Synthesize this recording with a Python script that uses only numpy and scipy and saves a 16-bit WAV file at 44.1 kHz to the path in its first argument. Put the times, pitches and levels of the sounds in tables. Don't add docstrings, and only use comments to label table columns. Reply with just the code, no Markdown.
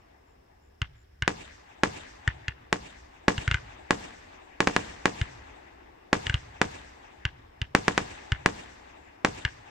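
import sys
import numpy as np
from scipy import signal
from scipy.io import wavfile

SR = 44100
rng = np.random.default_rng(int(sys.argv[2]) if len(sys.argv) > 2 else 0)


def rack_gain(trim_db):
    fader = np.asarray(trim_db, float)
    return 10 ** (fader / 20)


def file_out(sig):
    cols = np.atleast_2d(sig).T
    lim = np.clip(cols, -1, 1)
    pcm = np.round(lim * 32767).astype(np.int16)
    wavfile.write(sys.argv[1], SR, pcm)


N = 427769
RUN_IN = 3 * SR // 2

# (frequency [Hz], density [dB per Hz])
NIGHT_AIR = [(60, 1.5), (193, -14), (266, -11), (585, -10), (846, -20), (5500, -34.5), (8500, -40),
             (12000, -85)]
# (time [s], level [dB])
CRICKET_CHIRPS = [(-.06, -83), (.257, -80), (.609, -80), (.953, -74.5), (9.01, -77)]
# (time [s], thump [dB], crack [dB], crack ring [Hz], upper ring [dB])
LIFT_CHARGES = [(0.8177, -19.5, -13, 1380, 1), (1.2229, -21, -12, 1490, -5.5),
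                (2.277, -15.5, -8.5, 1810, -12), (2.4819, -24, -14.5, 1670, 1.5),
                (3.3798, -22, -17.5, 1532, 2), (3.4781, -16, -13, 1580, -12.5),
                (3.5132, -19, -8.0, 1450, -1), (3.5436, -19, -11.5, 1500, -14),
                (5.2144, -16, -14.5, 1590, -3.5), (6.268, -26, -11.5, 1780, 3),
                (6.297, -20, -12.5, 1530, -4.5), (6.3422, -15.5, -11, 1530, 7),
                (7.2527, -20, -10.5, 1660, 3), (7.6165, -20.5, -14, 1690, 9.5),
                (8.3203, -15, -10.5, 1580, -3.5), (9.4508, -21, -9, 1630, -4.5)]
# (frequency [Hz], level [dB], t60 [s])
TUBE_MODES = [(112, -0.5, 0.044), (53.5, -5.0, 0.073), (108, -15, 0.12)]
# (lag [s], level [dB])
MUZZLE_SLAPS = [
    (.0100, -15),
    (.026, -18.5),
    (0.036, -22),
]
# (time [s], peak [dB], spike width [ms], ground bounce lag [ms], bounce [dB])
SHELL_BURSTS = [(1.2788, -2.3, 0.15, 4.04, -14), (1.8354, -1.5, 0.23, 3.67, -10),
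                (2.7283, -1.5, 0.14, 4.52, -15), (3.2824, -0.9, 0.33, 3.71, -9),
                (3.908, -1, 0.19, 3.67, -11.5), (4.6051, -2, 0.17, 3.5, -14.5),
                (4.6733, -4, 0.23, 3.93, -8), (4.7646, -1.5, 0.15, 4.15, -12),
                (5.0568, -0.5, 0.18, 3.76, -11), (6.1302, -2, 0.26, 3.72, -8.5),
                (6.6161, -0.2, 0.18, 4.15, -13), (7.7504, 5, 0.19, 3.87, -8),
                (7.8819, 0.3, 0.18, 4.24, -13.5), (7.9787, -2.2, 0.15, 3.98, -12),
                (8.461, 4.5, 0.14, 4.2, -14), (9.2487, -2, 0.21, 3.8, -8.5)]
# (time [s], strength [dB])
EARLIER_BURSTS = [
    (-1.3, -35.5),
    (-0.91, -40),
]

# (time after bang [s], spread [s], return lift [dB], left-right [dB])
FIELD_REFLECTORS = [
    (0.015, 0.0011, 0, 8.5),
    (0.039, 0.0052, 4, 0),
    (0.141, 0.012, 5, -2),
    (.2, 0.002, 5.5, -1),
    (.3, .05, -1, -3),
    (0.422, 0.038, 1.5, 0),
]
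# (frequency [Hz], level [dB], t60 [s])
NEAR_SCATTER = [(66.6, 2, 0.45), (280, 10, 0.32), (926, 10.5, 0.12), (1470, -3, 0.11), (2170, -2.5, 0.13),
                (3370, -7, 0.16), (8800, -19, 0.28), (12700, -43, .07)]
TREE_LINE = [(100, -14.5, 1), (293, -12.5, 0.88), (620, -7, 0.37), (970, -21.5, .94), (1400, -24, 1),
             (3056, -27, 1), (7600, -27.5, 1), (10400, -39.5, 0.4)]
FAR_SLOPES = [(96, -34.5, 2.8), (300, -19.5, 11.2), (860, -15, 6.8), (1314, -26, 4.2), (2140, -23.5, 4.3),
              (4520, -32.5, 2.4), (7600, -43.5, 3.6), (12800, -86, 1.2)]
# (frequency [Hz], left-right [dB])
FAR_BALANCE = [(60, 7), (150, -4.5), (380, 3), (950, 5), (2380, 2.5), (5980, 8), (15000, -11)]
# (frequency [Hz], left-right correlation [-1..1])
PORT_LIKENESS = [(40, .995), (100, .995), (215, .93), (300, .2), (450, -.45), (700, -.65), (1200, -.05),
                 (2000, 0)]
# (frequency [Hz], width [Hz], level [dB])
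PORT_RINGS = [(1680, 300, -2.5), (1750, 500, -6.0)]
# (frequency [Hz], width [Hz], left-right [dB])
HOUSING_SHADE = [(2000, 400, 7), (2620, 450, -8), (3700, 700, 5), (5300, 600, -6), (7200, 1500, 12),
                 (11000, 3000, -5)]
# (frequency [Hz], width [Hz], level [dB], boost or cut [signed gain])
EQUALISER = [(1490, 2850, -5, 0.77), (2850, 210, -19, 0.72), (7750, 340, -8, 1), (556, 270, -5.5, -0.81)]


def at_hz(points, hz):
    freq, *columns = np.transpose(points)
    return [np.interp(np.log(hz), np.log(freq), c) for c in columns]


def rms_one(x):
    return x / np.sqrt(np.mean(x ** 2) + 1e-20)


def drift(rate_hz, size):
    r = np.exp(-80 * np.pi * rate_hz / SR)
    slow = signal.lfilter([1], [1, -2 * r, r * r], rng.standard_normal(size // 40 + 2002))[2000:]
    return np.interp(np.arange(size) / 40, np.arange(len(slow)), rms_one(slow))


def resonate(x, hz, width_hz):
    r = np.exp(-np.pi * width_hz / SR)
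    zeros = np.array([1, 0, -1]) * (1 - r * r) / 2
    return signal.lfilter(zeros, [1, -2 * r * np.cos(2 * np.pi * hz / SR), r * r], x)


def cut(x, hz, kind, order=2):
    return signal.sosfilt(signal.butter(order, hz, kind, fs=SR, output="sos"), x)


def add(out, time_s, x):
    i = round(time_s * SR) + RUN_IN
    out[..., i:i + x.shape[-1]] += x[..., :out.shape[-1] - i]


def bands(size, density=1):
    edges_hz = 25 * 2 ** np.arange(0, 9.5, .4)
    white = rng.standard_normal((2, 2, size + 4000))
    white = white * (rng.random(size + 4000) < density) / np.sqrt(density)
    for k, (low, high) in enumerate(zip(edges_hz, edges_hz[1:])):
        mid, side = cut(white[k % 2], [low, high], "band")[:, 4000:]
        hz = np.sqrt(low * high)
        alike = np.clip(at_hz(PORT_LIKENESS, hz)[0], -1, 1)
        yield hz, np.sqrt(1 + alike) * mid + np.sqrt(1 - alike) * side * [[1], [-1]]


def strength(peak_db, width_ms, lag_ms):
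    return -35.5 + 19 * (width_ms - .18) + 0.25 * peak_db - 3 * (lag_ms - 3.9)


def field(seconds, trees_db, far_db):
    trees_start_s, trees_end_s = 0.063, 0.095
    t = np.arange(round(seconds * SR)) / SR
    sides = np.array([[1], [-1]])
    lumps = rack_gain(0.75 * drift(32, len(t))) * np.ones((2, 1))
    for lag_s, spread_s, lift_db, pan_db in FIELD_REFLECTORS:
        lumps = lumps * rack_gain(np.exp(-((t - lag_s) / spread_s) ** 2) * (lift_db + pan_db / 2 * sides))
    rise = np.clip(t / trees_start_s, 0, 1) ** 2
    density = np.clip(.12 + 3 * np.arange(-4000, len(t)) / SR, .12, 1)
    out = 0
    for hz, noise in bands(len(t), density):
        near, near_t60 = at_hz(NEAR_SCATTER, hz)
        trees, trees_t60 = at_hz(TREE_LINE, hz)
        far, far_t60 = at_hz(FAR_SLOPES, hz)
        left_db = at_hz(FAR_BALANCE, hz)[0] / 2 * sides
        power = np.clip(t / 0.0011, 0, 1) * rack_gain(2 * (near - 60 * t / near_t60))
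        power = power + rise * rack_gain(2 * (trees + trees_db - 60 * np.maximum(t - trees_end_s, 0) / trees_t60))
        power = power + rise * rack_gain(2 * (far + far_db + left_db - 60 * t / far_t60))
        out = out + noise * np.sqrt(power) * rack_gain(3.0 * drift(10, len(t)))
    return out * lumps * np.clip((seconds - t) / 0.37, 0, 1)


def night():
    air_db, rest_db, burst_db, lift_db = -62 - 1.5, -64.5, -19, -41
    rise_s, t60_s = 0.11, 2.5
    air = sum(rack_gain(at_hz(NIGHT_AIR, hz)[0] + 0.64 * drift(3.2, N)) * noise for hz, noise in bands(N))
    bangs = [(row[0], strength(*row[1:4]) + burst_db) for row in SHELL_BURSTS]
    bangs += [(row[0], row[1] + lift_db) for row in LIFT_CHARGES]
    power = rack_gain(2 * rest_db)
    for time_s, db in bangs:
        since_s = np.maximum(np.arange(N) / SR - time_s, 0)
        power = power + (1 - np.exp(-since_s / rise_s)) * rack_gain(2 * (db - 60 * since_s / t60_s))
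    rumble = rms_one(resonate(cut(rng.standard_normal(N), 152, "low"), 64, 19))
    return rack_gain(air_db) * rms_one(air) + np.sqrt(power) * rack_gain(2.4 * drift(3.5, N)) * rumble


def crickets():
    out = np.zeros(N + RUN_IN)
    t = np.arange(round(.1 * SR)) / SR
    pulses = np.clip(np.sin(2 * np.pi * 80.5 * t) + .3, 0, 1)
    pulses = pulses * np.clip(t / .025 + .3, 0, 1) * np.clip((.087 - t) / .006, 0, 1)
    for time_s, db in CRICKET_CHIRPS:
        wander_rad = np.cumsum(rng.normal(0, 0.059, len(t)))
        add(out, time_s, rack_gain(db + 2.0) * pulses * np.sin(2 * np.pi * 7180 * t + wander_rad))
    chorus = resonate(resonate(rng.standard_normal((2, N + RUN_IN)), 5260, 600), 5260, 650)
    chorus = rack_gain(-83 + 1.5 * drift(70, N + RUN_IN)) * rms_one(chorus)
    return out * rack_gain([[2.5], [-2.5]]) + chorus


def tube_boom():
    t = np.arange(6000) / SR
    boom = 0
    for k, (hz, db, t60_s) in enumerate(TUBE_MODES):
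        boom = boom + (-1) ** k * rack_gain(db - 60 * t / t60_s) * np.sin(2 * np.pi * hz * t)
    return cut(boom * (1 - np.exp(-t / 0.0019)), 155, "low", order=3)


def muzzle_crack(crack_db, ring_hz, upper_db):
    draw = rng.standard_normal((3, 1500))
    jet = (draw[0] + 0.48 * draw[1:]) * rack_gain(-60 * np.arange(1500) / SR / 0.019)
    jet[:, 2] += 10.0
    third_hz = 2080 if ring_hz < 1800 else 1480
    ring = rms_one(resonate(jet, ring_hz, 280))
    ring = ring + rack_gain(upper_db) * rms_one(resonate(jet, 2840, 320))
    ring = ring + rack_gain(-8.0) * rms_one(resonate(jet, third_hz, 140))
    ring = ring + rack_gain(-6.5) * rms_one(cut(jet, 3800, "high"))
    ring[:, :8] += rack_gain(5.5) * np.hanning(8)
    ring = cut(cut(ring, 1300, "high", order=3), 8030, "low", order=10)
    return rack_gain(crack_db - 4.5) * ring / np.abs(ring).max()


def lifts():
    boom_lead_s = .0032
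    booms, fronts = np.zeros(N + RUN_IN), np.zeros(N + RUN_IN)
    cracks = np.zeros((2, N + RUN_IN))
    boom = tube_boom()
    for time_s, thump_db, crack_db, ring_hz, upper_db in LIFT_CHARGES:
        add(booms, time_s - boom_lead_s, rack_gain(thump_db + 4.0) * boom)
        crack = muzzle_crack(crack_db, ring_hz, upper_db)
        add(cracks, time_s - 2e-4, crack)
        add(fronts, time_s, rack_gain([crack_db]))
        chances_db = rng.normal(0, 2.5, (len(MUZZLE_SLAPS), 2, 1))
        for (lag_s, slap_db), chance_db in zip(MUZZLE_SLAPS, chances_db):
            slap = rack_gain(slap_db + chance_db) * cut(crack, 3500 - 40000 * lag_s, "low", order=3)
            add(cracks, time_s + lag_s * rack_gain(chance_db[0, 0] / 5), slap)
    sent = rack_gain(-54.5) * booms + rack_gain(-48) * cracks + rack_gain(-22) * cut(fronts, [1200, 3800], "band")
    wet = signal.fftconvolve(sent, field(0.94, -4.0, -12.0), axes=1)[:, :N + RUN_IN]
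    puff = rack_gain(11) * cut(fronts, [190, 480], "band")
    return booms + cracks + puff + wet


def blast(width_ms):
    t = np.arange(600) / SR
    x = t / (0.0034 * width_ms)
    slow = t / 0.0019
    suction = rack_gain(-14.0) * slow ** 2 * np.exp(-2 * slow) * (2.6 - slow)
    return (1 - x) * np.exp(-1.3 * x) - suction


def bursts():
    out, clicks = np.zeros((2, N + RUN_IN)), np.zeros((2, N + RUN_IN))
    fade = rack_gain(-60 * np.arange(900) / SR / 0.02)
    sources = []
    for time_s, peak_db, width_ms, lag_ms, bounce_db in SHELL_BURSTS:
        wave = blast(width_ms)
        strength_db = strength(peak_db, width_ms, lag_ms)
        sources.append((time_s, strength_db))
        over_db = max(0, 0.29 * (strength_db + 45.0))
        direct = cut(wave, 7950 * (0.24 / width_ms) ** 0.72, "low", order=4)
        add(out, time_s - 2.5e-4, rack_gain(peak_db + over_db + 0.7) * direct)
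        bounce = rack_gain(bounce_db + 5 + np.array([[-1.2], [1.2]])) * cut(wave, 2180, "low")
        add(out, time_s - 3.5e-4 + lag_ms / 1000, bounce)
        wall_s = .023 + .009 * max(0, lag_ms - 3.7)
        add(out, time_s + wall_s, rack_gain(strength_db + 17) * cut(wave, [500, 2200], "band"))
        fragments = cut(rng.standard_normal((2, 900)), [1200, 8000], "band", order=4)
        add(out, time_s, rack_gain(-24.5) * fade * fragments)
    for time_s, strength_db in sources + EARLIER_BURSTS:
        turn_rad = rng.uniform(-0.91, 0.84)
        add(clicks, time_s, rack_gain(strength_db + 10.0) * np.array([[np.cos(turn_rad)], [np.sin(turn_rad)]]))
    for train in clicks:
        out += signal.fftconvolve(train[None], field(2.4, 0, 0), axes=1)[:, :N + RUN_IN]
    return out


def scene():
    return night() + (crickets() + lifts() + bursts())[:, RUN_IN:]


def band_limit(x):
    return signal.sosfilt(signal.butter(12, 16550, fs=SR, output="sos"), x)


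def record(dry):
    x = np.array([ch + rack_gain(db) * resonate(ch, hz, width_hz) for ch, (hz, width_hz, db) in zip(dry, PORT_RINGS)])
    x[0] = np.append(0, x[0, :-1])
    for hz, width_hz, db in HOUSING_SHADE:
        x = x + (rack_gain([[db / 2], [-db / 2]]) - 1) * resonate(x, hz, width_hz)
    flat = x
    for hz, width_hz, db, sign in EQUALISER:
        backward = resonate(flat, hz, width_hz)[:, ::-1]
        x = x + sign * rack_gain(db) * resonate(backward, hz, width_hz)[:, ::-1]
    x = 1.015 * np.tanh(x / 0.99)
    body = signal.sosfiltfilt(signal.butter(4, 8600, fs=SR, output="sos"), x)
    x = body + rack_gain(-7.5) * cut(x - body, 13300, "low")
    hiss = cut(cut(rng.standard_normal((2, N)), 9000, "high"), 15600, "low", order=12)
    mix = np.clip(x + rack_gain(-79.0) * hiss, -1, 1)
    return band_limit(mix)


dry = scene()
out = record(dry)
file_out(out)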